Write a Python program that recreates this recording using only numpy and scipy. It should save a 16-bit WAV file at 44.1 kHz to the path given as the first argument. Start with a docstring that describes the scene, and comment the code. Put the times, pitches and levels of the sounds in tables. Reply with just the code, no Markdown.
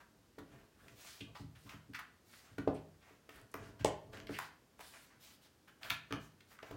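"""Cardstock scrapes softly on a table, then a plastic craft punch knocks, clacks and snaps through it.
The punch is pulled over, set down, pressed, let go and lined up again; its lever rubs as it lifts.
Card fibres catch and slip, the card ticks, hands drag, and each knock rings the table top.
A small bare room answers, heard from an overhead microphone."""
import sys
import numpy as np
from scipy import signal
from scipy.fft import rfft, irfft
from scipy.io import wavfile
from scipy.ndimage import uniform_filter1d

SR = 44100
rng = np.random.default_rng(int(sys.argv[2]) if len(sys.argv) > 2 else 0)


def unload_audio(sound):
    """Save the sound as a 16-bit wav file, at the path given as the first command line argument."""
    columns = np.transpose(np.atleast_2d(sound))
    # keep every value between -1 and 1, then stretch to whole-number steps
    steps = np.round(np.clip(columns, -1, 1) * 32767)
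    wavfile.write(sys.argv[1], SR, steps.astype(np.int16))


N = 298116
TIME_S = np.arange(N) / SR
RING_S = TIME_S[:SR // 2]
TOP_HZ = 16100


def undb(db):
    """Decibels to gain."""
    return 10 ** (np.asarray(db) / 20)


def unit(x):
    """Scale to rms 1."""
    return x / np.sqrt(np.mean(x ** 2))


def unit_hit(x):
    """Scale to the energy of 10 ms at rms 1."""
    return x * np.sqrt(SR / 100 / np.sum(x ** 2))


def add(track, start_s, sound):
    """Mix a sound into the track."""
    start = int(start_s * SR)
    track[start:start + len(sound)] += sound[:N - start]


def cut(x, hz, kind, order=2):
    """Causal low-pass or high-pass."""
    return signal.sosfilt(signal.butter(order, hz, kind, fs=SR, output="sos"), x)


def resonate(x, hz, q):
    """One resonance, Q at least 1."""
    return signal.lfilter(*signal.iirpeak(hz, max(q, 1), fs=SR), x)


def colour(x, spectrum):
    """Filter by a (Hz, dB) curve, to rms 1."""
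    hz, db = np.transpose(spectrum)
    bins_hz = np.maximum(np.arange(N // 2 + 1) * SR / N, 1)
    gain = undb(np.interp(np.log(bins_hz), np.log(hz), db))
    return unit(irfft(rfft(x) * gain, N))


def flatten(x, bins):
    """Level a burst's broad spectral humps, keeping its fine grain."""
    spectrum = rfft(x)
    return irfft(spectrum / np.sqrt(uniform_filter1d(np.abs(spectrum) ** 2, size=bins)), len(x))


def fade(t60_s):
    """Exponential decay."""
    return np.exp(-np.log(1000) * RING_S / t60_s)


def swell(rise_s):
    """Contact builds up over a moment."""
    return 1 - np.exp(-RING_S / rise_s)


def wander(rate_hz):
    """Smooth random drift, rms 1."""
    hold = int(SR / rate_hz)
    steps = np.repeat(rng.standard_normal(N // hold + 1), hold)
    return unit(uniform_filter1d(steps, hold)[:N])


def friction(slips_per_s, spread_db, flutter_db):
    """Surfaces catch and let go: dense slips of uneven size, in uneven runs."""
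    slips = (rng.random(N) < slips_per_s / SR) * rng.standard_normal(N)
    sizes = undb(spread_db * np.minimum(rng.exponential(size=N), 5))
    return slips * sizes * undb(flutter_db * wander(45))


def flex(x, depth_db, rate_hz):
    """The sliding card bends, so its resonant zones swell and fade separately."""
    zones = [resonate(x, hz, q=3) for hz in np.geomspace(700, 14000, 9)]
    return unit(x + sum(zone * (undb(depth_db * wander(rate_hz)) - 1) for zone in zones))


# Spectra of card scrape and card hiss. Each row: frequency in Hz, relative density in dB.
SCRAPE_SPECTRUM = [(250, -11), (600, 8), (1000, 7.5), (1600, 10.5), (2700, 4), (4200, -8), (7000, -8),
                   (16000, -34)]
HISS_SPECTRUM = [(1500, -11.5), (3500, -1.5), (5000, -3), (7000, -6), (9000, -6.5), (11000, -9.5),
                 (16000, -8)]
# Card edge under pressure. Each row: start in seconds, length in seconds, level in dB.
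FIRM_STROKES = [(0, 0.028, -66), (.47, 0.18, -73.5), (.78, 0.13, -72.5), (1.02, 0.061, -75),
                (1.69, 0.082, -59.5), (2.28, 0.27, -71), (3.01, 0.16, -69), (3.29, 0.13, -63.5),
                (3.56, 0.16, -63), (3.79, 0.045, -58.5), (4.12, 0.085, -58.5), (4.92, 0.087, -62),
                (5.1, 0.054, -72), (5.81, 0.077, -57.5), (6.5, 0.076, -66), (6.62, .17, -64.5)]
# Light, quick slides of card and punch. Each row: start in seconds, length in seconds, level in dB.
LIGHT_STROKES = [(.77, 0.36, -72), (.955, 0.29, -59), (1.345, 0.1, -65.5), (1.55, 0.28, -71.5),
                 (2.24, 0.35, -68), (3.32, 0.11, -71.5), (4.28, 0.22, -61), (4.78, 0.33, -62.5),
                 (5.195, 0.18, -62), (5.41, 0.078, -66), (5.815, 0.16, -57), (6.19, 0.1, -68.5),
                 (6.47, 0.089, -73.5)]


def card_slides(fingers_db=-85):
    """Paper fibres slip: firm strokes mostly scrape, light ones mostly hiss."""
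    scrape = colour(friction(11000, spread_db=1.3, flutter_db=2.6), SCRAPE_SPECTRUM)
    scrape = flex(scrape, depth_db=2.2, rate_hz=22)
    hiss = colour(friction(18000, spread_db=1, flutter_db=1), HISS_SPECTRUM)
    hiss = flex(hiss, depth_db=2.9, rate_hz=16)
    fingers = undb(fingers_db + 3 * wander(4.4))  # never quite still on the card
    firm = strokes(FIRM_STROKES) + fingers
    light = strokes(LIGHT_STROKES)
    return scrape * np.hypot(firm, undb(-10.5) * light) + hiss * np.hypot(light, undb(-10) * firm)


def strokes(rows, fastest_share=0.34, speed_power=0.7):
    """Envelope of hand movements: each speeds up smoothly and slows to a stop."""
    envelope = np.zeros(N)
    for start_s, length_s, db in rows:
        along = np.linspace(0, 1, int(length_s * SR))
        speed = np.sin(np.pi / 2 * np.interp(along, [0, fastest_share, 1], [0, 1, 0]))
        add(envelope, start_s, undb(db) * speed ** speed_power)
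    return envelope


# Lasting modes of the table top. Each row: frequency in Hz, relative level in dB, t60 in seconds.
TABLE_MODES = [(65, -16.5, 0.2), (87.2, -15.5, 0.42), (115, -6, 0.2), (156, -19.5, 0.71), (202.1, -9, 0.24),
               (276.7, 1, 0.14), (296.5, 0.5, 0.12), (347.4, -12, 0.32), (427.3, -1, 0.078),
               (575.4, -14, 0.29), (598, -13.5, 0.2), (675, -3, 0.074), (755, -17, 0.099), (935, -4, 0.042),
               (1158, -3.5, 0.084)]
# Hands leaning on the table. Each row: start in seconds, length in seconds, level in dB.
HAND_DRAGS = [(.11, 0.095, -73), (.47, 0.2, -60.5), (.8, 0.22, -63), (1.26, 0.067, -56), (3.33, 0.14, -59),
              (3.57, .22, -54), (4.03, 0.33, -54), (5.83, 0.078, -62), (6.13, 0.088, -49.5),
              (6.69, 0.2, -50)]


def hand_drags():
    """Friction under the hands drives the table's modes into a low rumble."""
    slips = friction(1500, spread_db=2.2, flutter_db=0.81)
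    damped_top = ring(TABLE_MODES, detune=0.0047) * fade(0.1)
    rumble = signal.fftconvolve(slips, damped_top)[:N]
    return unit(cut(rumble, 64, "low", order=1)) * strokes(HAND_DRAGS)


def ring(modes, detune):
    """Damped modes; each contact lands elsewhere and shifts them a little."""
    shifts = 1 + detune * rng.standard_normal(len(modes))
    return sum((-1) ** k * undb(db) * fade(t60_s) * np.sin(2 * np.pi * hz * shifts[k] * RING_S)
               for k, (hz, db, t60_s) in enumerate(modes))


# Brief slap of punch on table. Each row: frequency in Hz, relative level in dB, t60 in seconds.
SLAP_MODES = [(417, 22, 0.015), (639, 16.5, 0.041), (805, 15.5, 0.047), (1050, 16.5, 0.025),
              (1440, 15, 0.013)]
# Blows on the table. Each row: start in seconds, level in dB over 10 ms, contact hardness in Hz.
TABLE_KNOCKS = [(.38, -48, 403), (.403, -48, 312), (1.208, -44, 260), (1.396, -43.5, 194),
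                (1.435, -42, 148), (1.649, -49.5, 188), (1.734, -48, 197), (1.89, -48, 216),
                (2.507, -54, 131), (2.582, -35, 318), (2.6738, -25.5, 510), (3.108, -60, 480),
                (3.289, -56.5, 570), (3.543, -44, 504), (3.799, -38, 127), (3.8467, -25, 756),
                (4.134, -50.5, 455), (4.294, -37.5, 387), (4.795, -58, 654), (5.903, -46, 173),
                (6.107, -42, 337), (6.125, -38.5, 354), (6.629, -49.5, 724), (6.709, -48.5, 520)]


def table_knocks(push_cycles=0.25):
    """A soft contact lasts longer and reaches only the low modes; a hard one slaps."""
    track = np.zeros(N)
    for start_s, db, hardness_hz in TABLE_KNOCKS:
        slap_share = 0.51 * (hardness_hz / 494) ** 1.3
        top = ring(TABLE_MODES, detune=0.012) + slap_share * ring(SLAP_MODES, detune=0.02)
        knock = cut(top * swell(push_cycles / hardness_hz), hardness_hz, "low", order=3)
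        add(track, start_s, undb(db) * unit_hit(knock))
    return track


# Card against table and punch. Each row: start in seconds, level in dB over 10 ms, resonance in Hz,
# rattle t60 in seconds.
CARD_TICKS = [(0.3835, -54, 1120, 0.033), (0.881, -59.5, 1490, 0.014), (1.045, -61, 750, 0.025),
              (1.552, -62, 1740, 0.062), (1.661, -59.5, 980, 0.065), (1.6915, -53, 2040, .026),
              (1.9342, -55.5, 1580, 0.019), (2.3311, -59, 1540, 0.045), (2.747, -61, 2450, 0.088),
              (3.291, -55.5, 1610, 0.018), (3.358, -69, 13000, 0.017), (3.414, -70.5, 11100, 0.0049),
              (3.515, -69, 9200, .012), (3.7952, -62.5, 1310, 0.0088), (4.131, -57, 1820, 0.032),
              (4.171, -57, 2640, 0.013), (4.2012, -56.5, 2500, 0.0033), (4.2692, -54.5, 2600, .012),
              (4.7929, -58, 1140, 0.0037), (5.435, -78, 5000, .06), (5.676, -58.5, 1210, 0.056),
              (6.4052, -62.5, 2150, 0.018)]


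def card_ticks():
    """The card ticks and crackles; the same card rings each time, so Q is shared."""
    track = np.zeros(N)
    for start_s, db, hz, t60_s in CARD_TICKS:
        add(track, start_s, undb(db) * tap(hz, t60_s, q=1.4, edge_db=-12))
    return track


def tap(hz, t60_s, q, edge_db, overtone_ratio=1.24, overtone_db=-5):
    """A snap and a short rattle of edges excite the card or the punch's shell."""
    scuff = unit_hit(rattle(t60_s) * swell(0.54 * t60_s))  # glancing contacts: longer, softer onset
    snap = 0.18 * rattle(t60_s=0.0023)
    contact = scuff + snap
    body = resonate(contact, hz, q) + undb(overtone_db) * resonate(contact, hz * overtone_ratio, q)
    body = cut(body, 0.55 * hz, "high", order=4)  # small parts radiate little below resonance
    body = cut(body, max(5500, hz), "low")
    edge = cut(contact, 6300, "high")
    return unit_hit(unit_hit(body) + undb(edge_db) * unit_hit(edge))


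def rattle(t60_s):
    """A dying burst of tiny collisions with a flat spectrum."""
    burst = rng.standard_normal(len(RING_S)) * fade(t60_s)
    return unit_hit(flatten(burst, bins=200) * fade(8 * t60_s))


# Impacts in the punch. Each row: start in seconds, level in dB over 10 ms, resonance in Hz, Q,
# rattle t60 in seconds, sharp edge in dB relative to the body.
PUNCH_CLACKS = [(1.2058, -48.5, 2660, 6.4, .03, -42), (1.350, -50, 850, .7, 0.061, -20),
                (1.9449, -43.5, 1700, 2, 0.034, -21), (1.949, -47.5, 1570, 4, 0.056, -13),
                (1.989, -46, 1190, 4.8, 0.034, -12.5), (2.5811, -46.5, 1135, 3.2, 0.023, -17),
                (2.674, -46, 970, 10, 0.03, -27), (2.741, -66.5, 9100, 16, 0.042, -20),
                (3.5405, -44.5, 1140, 1.7, 0.011, -7), (3.846, -40, 2640, .65, .01, -11),
                (3.846, -41, 7400, 1.9, 0.0063, -13), (3.856, -45, 1840, 2.6, 0.018, -20),
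                (4.2907, -53.5, 1450, 3.3, 0.015, -27), (4.3864, -39, 1120, 2.1, 0.014, -9),
                (4.803, -51.5, 1080, .8, 0.046, -7), (5.8314, -49, 2080, .7, 0.0082, -28),
                (5.9, -42.5, 2670, 1.1, 0.0032, -2.5), (5.903, -33.5, 2160, .8, 0.0076, -10),
                (5.905, -42, 1100, .75, 0.037, -30), (6.106, -49.5, 1280, 3.3, 0.029, -25),
                (6.1245, -39.5, 1190, 2.2, 0.0065, -18), (6.5883, -55, 1210, 9.6, 0.01, -27),
                (6.6268, -54, 1430, 1.5, .022, -18), (6.710, -54, 1020, 2.4, 0.017, -11.5)]


def punch_clacks():
    """The plastic shell rings as the punch clacks, snaps and springs back."""
    track = np.zeros(N)
    for start_s, db, hz, q, t60_s, edge_db in PUNCH_CLACKS:
        add(track, start_s, undb(db) * tap(hz, t60_s, q, edge_db))
    return track


# The spring lifts the lever. Each row: time in seconds, resonance in Hz, level in dB.
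LEVER_PATH = [(4.294, 1416, -65), (4.325, 1800, -57), (4.349, 2600, -53), (4.372, 2077, -47.5),
              (4.39, 1720, -72), (4.429, 1517, -51.5), (4.47, 1297, -70)]


def lever_rub(half_width_hz=550):
    """Plastic sticks and slips in the housing, in a resonance that moves with the lever."""
    times_s, hz, db = np.transpose(LEVER_PATH)
    slips = cut(friction(2500, spread_db=1.5, flutter_db=1.6), half_width_hz, "low")
    phase = 2 * np.pi * np.cumsum(np.interp(TIME_S, times_s, hz)) / SR
    moving = (TIME_S > times_s[0]) & (TIME_S < times_s[-1])
    return unit(slips * np.sin(phase)) * undb(np.interp(TIME_S, times_s, db)) * moving


# Room response. Each row: frequency in Hz, reverberant over direct level in dB, t60 in seconds.
ROOM_BANDS = [(101, -7.5, 0.72), (316, -7.5, 0.45), (774, -0.5, 0.39), (1400, 0, 0.4), (3930, -3, 0.36),
              (7200, -2.5, 0.22), (14000, -7.5, 0.18)]


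def room(x, first_s=0.002, build_s=0.0064, end_s=0.4, lumpy_db=4):
    """Single early reflections thicken into a diffuse tail whose treble dies first."""
    hz, wet_db, t60_s = np.transpose(ROOM_BANDS)
    size = len(RING_S)
    echoes = rng.standard_normal(size) * undb(lumpy_db * rng.standard_normal(size) * fade(0.32))
    echoes *= np.clip((RING_S - first_s) / build_s, 0, 1)
    gate = (RING_S > first_s) & (RING_S < end_s)
    bins_hz = np.arange(size // 2 + 1) * SR / size
    edges_hz = np.geomspace(45, 18000, 15)
    tail = np.zeros(size)
    for low, high in zip(edges_hz, edges_hz[1:]):
        log_centre = np.log(low * high) / 2
        band_db = np.interp(log_centre, np.log(hz), wet_db)
        band_t60_s = np.interp(log_centre, np.log(hz), t60_s)
        spectrum = rfft(flatten(echoes * fade(band_t60_s), bins=80))
        band = irfft(spectrum * ((bins_hz >= low) & (bins_hz < high)), size) * gate
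        tail += undb(band_db) * band * np.sqrt(2 * (high - low) / SR / np.sum(band ** 2))
    return x + signal.fftconvolve(x, tail)[:N]


# Background of the quiet room. Each row: frequency in Hz, relative density in dB.
ROOM_TONE_SPECTRUM = [(25, -19), (55, -1.5), (115, -5), (300, -6), (750, -16), (1400, -19.5), (2200, -23.5),
                      (5000, -24.5), (10000, -29.5), (16000, -32)]


def scene(room_tone_db=-69):
    """Taps, knocks and rubbing each cross the room by their own paths, over steady room tone."""
    room_tone = undb(room_tone_db) * colour(rng.standard_normal(N), ROOM_TONE_SPECTRUM)
    taps = room(punch_clacks() + card_ticks())
    knocks = room(table_knocks())
    rubbing = room(card_slides() + hand_drags() + lever_rub())
    return (taps + knocks + rubbing + room_tone)[None]


def record(dry):
    """The microphone thins the deepest bass and cuts the top."""
    thinned = cut(dry, 48, "high", order=4)
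    return signal.sosfilt(signal.ellip(10, 0.2, 70, TOP_HZ, fs=SR, output="sos"), thinned)


dry = scene()
out = record(dry)
unload_audio(out)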